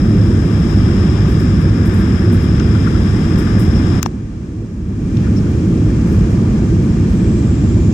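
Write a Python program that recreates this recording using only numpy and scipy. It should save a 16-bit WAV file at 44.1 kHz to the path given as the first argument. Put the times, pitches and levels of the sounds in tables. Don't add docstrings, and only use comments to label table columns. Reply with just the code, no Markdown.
import sys
import numpy as np
from scipy import signal
from scipy.fft import rfft, irfft
from scipy.io import wavfile
from scipy.ndimage import uniform_filter1d

SR = 44100
rng = np.random.default_rng(int(sys.argv[2]) if len(sys.argv) > 2 else 0)


def volts_from_decibels(level):
    exponent = np.asarray(level, float) / 20
    return 10 ** exponent


def unload_audio(sound):
    columns = np.transpose(np.atleast_2d(sound))
    steps = np.round(np.clip(columns, -1, 1) * 32767)
    wavfile.write(sys.argv[1], SR, steps.astype(np.int16))


N = 349713
TIME = np.arange(N) / SR
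FREQ = np.maximum(np.fft.rfftfreq(N, 1 / SR), 1)
CUP_OFF_S = 4.063


def unit(x):
    return x / np.sqrt(np.mean(x ** 2))


def slope_db(points):
    hz, db = np.transpose(points)
    return np.interp(np.log(FREQ), np.log(hz), db)


def bumps_db(peaks):
    return sum(db * np.exp(-2 * np.log(4) * ((FREQ - hz) / width) ** 2) for hz, width, db in peaks)


def shape(x, db):
    return irfft(rfft(x) * volts_from_decibels(db), N)


def walk(rate):
    hold = int(SR / rate)
    steps = np.repeat(rng.standard_normal(N // hold + 1), hold)
    smooth = uniform_filter1d(uniform_filter1d(steps, hold), hold)
    return 0.83 * smooth[:N]


def sides(pan_db):
    return volts_from_decibels(np.array([[pan_db], [-pan_db]]) / 2)


def duck_db():
    start_s, fall_s, sink_s, hold_s, climb_s, settle_s = 3.995, 0.0067, 0.25, 0.54, 0.42, 0.78
    fall_db, deep_db, near_db = -8.5, -11.5, -1.5
    corners = np.cumsum([start_s, fall_s, sink_s, hold_s, climb_s, settle_s])
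    return np.interp(TIME, corners, [0, fall_db, deep_db, deep_db, near_db, 0])


def rumble():
    # frequency in Hz, relative level in dB.
    hull = [(12, -54), (22, -38), (40, -7.5), (58, -1), (68, -1.5), (85, -1), (106, 3.5), (122, -5.5),
            (150, -3), (204, -2.5), (274, -10), (328, -8.5), (430, -22), (520, -32), (640, -38),
            (1000, -93), (2000, -160)]
    # frequency in Hz, level against the shared part in dB.
    unshared = [(25, -29), (100, -22.5), (250, -20.5), (450, -28.5)]
    flutter_db, rise_db_per_s = 2.5, -0.38
    hull_db = slope_db(hull)
    colours_db = np.array([hull_db, hull_db + slope_db(unshared)])
    shared, apart = shape(rng.standard_normal((2, N)), colours_db)
    edge = shape(shared, 20 * np.log10(np.clip(np.log2(FREQ / 260), 1e-6, 1)))
    edge_db = flutter_db * walk(9) + rise_db_per_s * (TIME - TIME[-1] / 2)
    shared = shared + edge * (volts_from_decibels(edge_db) - 1)
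    lag = int(.12e-3 * SR)
    both = np.array([shared + apart, np.roll(shared, lag) - apart])
    return both * sides(-0.97) / np.std(shared)


def hiss(tilt_db):
    # frequency in Hz, relative level in dB.
    left_air = [(450, -62.5), (650, -64), (1000, -67.5), (1300, -68.5), (1700, -68), (2200, -74.5),
                (3000, -77.5), (4200, -82.5), (5300, -78.5), (7000, -82), (8500, -90.5), (10500, -101),
                (12000, -102), (15000, -104), (15600, -118)]
    right_air = [(450, -51.5), (650, -66), (1000, -68.5), (1300, -73.5), (1700, -77), (2200, -73.5),
                 (3000, -82.5), (4200, -81.5), (5300, -81), (7000, -80), (8500, -88.5), (10500, -95.5),
                 (12000, -99), (15000, -100), (15600, -114)]
    # frequency in Hz, width in Hz, left change in dB, right in dB.
    panels = np.array([(1185, 110, 3, 5.5), (2010, 200, -2.5, 0.5), (2170, 47, -2, 0.5), (2408, 89, 6.5, 6),
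                       (2514, 23, -14.5, -11), (2750, 120, 2, 4.5), (3060, 87, -1, 2.5),
                       (3254, 110, 5.5, 4), (3720, 150, -0.5, 0.5), (4420, 140, -5.5, -3.5),
                       (4800, 67, -5.5, -5.5), (5100, 390, 2.5, 0.5), (6000, 120, -1.5, -5),
                       (7700, 230, -1, -7.5), (8100, 480, 1.5, 5)])
    # frequency in Hz, width in Hz, change in dB.
    cup = [(815, 540, 4), (1227, 350, 5.5), (1692, 630, 8.5), (2096, 190, 5.5), (2555, 840, 5.5),
           (3586, 1050, 9.5), (4170, 130, -17.5), (4600, 300, 1), (5175, 590, 13.5), (5900, 140, -1.5),
           (6400, 200, -3), (8140, 130, -13), (9600, 3300, 7), (13500, 3000, 4.5)]
    cup_right_share = 0.23
    apart_weight = 0.89

    left_db = slope_db(left_air) + bumps_db(panels[:, [0, 1, 2]])
    right_db = slope_db(right_air) + bumps_db(panels[:, [0, 1, 3]])
    bare_db = np.array([left_db, right_db])
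    bare_db = bare_db + 70 * np.log10(np.minimum(FREQ / 420, 1))
    bare_db = bare_db - np.mean(bare_db[:, (FREQ > 5900) & (FREQ < 7400)])
    cupped_db = bare_db + bumps_db(cup) * np.array([[1], [cup_right_share]])

    mid, side = rfft(rng.standard_normal((2, N)))
    apart = np.clip(FREQ / 750, 0, apart_weight) * side
    both = np.array([mid + apart, mid - apart])
    air, gust = np.zeros((2, N)), walk(3.6)
    for octave in range(-4, 2):
        band = irfft(both * np.clip(1 - np.abs(np.log2(FREQ / 6600) - octave), 0, 1), N)
        swell_db = 0.39 * gust + 0.59 * walk(12) + 1.5 * walk(2.7)
        air += band * volts_from_decibels(octave * tilt_db + swell_db)

    lifted = np.clip((TIME - CUP_OFF_S) / 0.0077, 0, 1)
    mixed = shape(air, cupped_db) * (1 - lifted) + shape(air, bare_db) * lifted
    return mixed * np.sqrt(SR / 4 / 1500)


def flicker():
    # start in seconds, rough peak in dB before panning and raggedness.
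    puffs = [(0.6994, -37), (1.2815, -30), (1.3972, -34.5), (1.6072, -38), (1.8542, -32.5), (1.9367, -36.5),
             (1.979, -34), (2.3216, -31.5), (2.3994, -37.5), (3.3812, -30), (3.594, -27.5), (5.3582, -43),
             (5.4994, -44.5), (6.0716, -38), (6.12, -40), (6.3031, -43), (6.8306, -40.5), (7.0794, -41.5),
             (7.1302, -40), (7.799, -45.5)]
    t60_s, cupped_pan_db, bare_pan_db = 0.28, -4, -7.5
    high_pass = signal.butter(8, 7800, "high", fs=SR, output="sos")
    top = signal.sosfilt(high_pass, rng.standard_normal((2, N)))
    top = unit(shape(top, -8 * np.log2(FREQ / 8000)))
    swell = np.zeros((2, N))
    for s, db in puffs:
        after = slice(int(s * SR), int((s + t60_s) * SR))
        pan_db = cupped_pan_db if s < CUP_OFF_S else bare_pan_db
        swell[:, after] += volts_from_decibels(db) * sides(pan_db) * 1000 ** (-(TIME[after] - s) / t60_s)
    swell = uniform_filter1d(swell, int(.012 * SR)) * volts_from_decibels(4 * walk(60))
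    return top * swell / 1.9


def whine():
    start_s, start_hz, sink_hz_per_s, smear_hz = 6.9, 8150, 1150, 330
    full_db, faint_db, fade_s = -46.5, -26.5, 0.19
    since = np.maximum(TIME - start_s, 0)
    tone = np.exp(2j * np.pi * np.cumsum(start_hz - sink_hz_per_s * since) / SR)
    low_pass = signal.butter(2, smear_hz, fs=SR, output="sos")
    smear = signal.sosfilt(low_pass, rng.standard_normal((2, 2, N)))
    breathy = unit(np.real((smear[0] + 1j * smear[1]) * tone))
    db = full_db + faint_db * np.exp(-since / fade_s)
    return breathy * volts_from_decibels(db) * sides(-3.5)


def touches():
    # frequency in Hz, undamped time to fade by 60 dB in seconds, relative dB.
    case = [(800, 0.008, 8.5), (1410, 0.012, 3), (1730, 0.014, -4.5), (2680, 0.007, -0.5),
            (3330, 0.007, -2), (4330, 0.0045, -3), (5370, 0.017, 3.5), (5880, 0.006, 4.5),
            (7100, 0.005, 0.5), (9200, 0.0034, -7), (12200, 0.002, -4.5), (15000, .002, -1.5)]
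    # start in seconds, left peak in dB, brightest frequency in Hz, scrape length in ms.
    fingers = [(2.565, -22, 1460, 43), (2.594, -16, 3800, 8.7), (2.596, -15, 1420, 20),
               (2.646, -28, 1400, 22), (2.729, -19, 1400, 16), (2.747, -19, 1400, 18),
               (2.858, -13, 1400, 26), (2.945, -19, 1400, 23), (2.951, -31, 5300, 10),
               (3.464, -19, 1410, 12), (3.744, -23.5, 5300, 43), (4.02, -34, 4000, 2.8),
               (4.025, -19, 6000, 4.6), (4.029, 4, 5700, 1.59), (4.033, -22, 6000, 3.2),
               (4.057, -20, 4000, 3.5), (4.06, 1.5, 1400, 3.3), (4.0687, -27.5, 6970, 2.2),
               (5.166, -23.5, 3100, 9.5), (5.225, -26.5, 1700, 48), (5.258, -25, 1550, 32),
               (5.304, -36, 1680, 17), (5.353, -26.5, 5420, 41), (5.46, -28, 1550, 13),
               (5.895, -26.5, 1980, 16)]
    tap_spread_oct, rub_spread_oct, tap_ms = 2.65, 0.07, 5.8
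    tap_damp = 0.8
    snap_ms, snap_db = 4.7, 5
    right_drop_db, right_drop_per_db, bare_drop_db = 36, .5, 2

    out, t = np.zeros((2, N)), np.arange(4096) / SR
    grit = rng.standard_normal((len(fingers), len(t)))
    for (s, db, best_hz, ms), rough in zip(fingers, grit):
        tapness = np.exp(-ms / tap_ms)
        spread = rub_spread_oct + tap_spread_oct * tapness
        free = 1 - tap_damp * tapness
        drop_db = right_drop_db + right_drop_per_db * db + bare_drop_db * (s > CUP_OFF_S + .5)

        ring = np.zeros(len(t))
        for k, (hz, t60, mode_db) in enumerate(case):
            gain = volts_from_decibels(mode_db - 5.2 * (np.log2(hz / best_hz) / spread) ** 2) * np.sqrt(1 / t60)
            fade = 1000 ** (-t / (t60 * free))
            ring += (-1) ** k * gain * np.sin(2 * np.pi * hz * t) * fade

        scrape = rough * np.sin(np.pi * np.minimum(t * 1000 / ms, 1))
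        blow = volts_from_decibels(snap_db) * np.sqrt(ms * SR / 2000) * np.exp(-(ms / snap_ms) ** 2)
        scrape[int(ms * SR / 4000)] += blow
        skin = signal.butter(4, min(5.1 * best_hz, 18000), fs=SR)
        scrape = signal.lfilter(*skin, scrape)
        click = signal.fftconvolve(scrape, ring)[:len(t)]
        i = int(s * SR)
        out[:, i:i + len(t)] += click / np.abs(click).max() * volts_from_decibels(np.array([[db], [db - drop_db]]))
    return out


def scene():
    rumble_db, hiss_db = -10, -49
    hiss_rise_db_per_s = 0.0937
    hiss_duck_share, dull_per_db = 1.04, 0.0335
    duck = duck_db()
    air_db = hiss_db + hiss_rise_db_per_s * TIME + hiss_duck_share * duck
    low = rumble() * volts_from_decibels(rumble_db + duck)
    air = hiss(0.16 + dull_per_db * duck) * volts_from_decibels(air_db)
    return low + air + touches() + flicker() + whine()


def roll_off(x):
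    return signal.sosfilt(signal.butter(12, 15760, fs=SR, output="sos"), x)


def record(dry):
    rounded = dry / (1 + np.abs(dry / 0.86) ** 4) ** (1 / 4)
    top_cut = signal.ellip(8, .2, 60, 15700, fs=SR, output="sos")
    finished = signal.sosfilt(top_cut, rounded)
    return roll_off(finished)


dry = scene()
out = record(dry)
unload_audio(out)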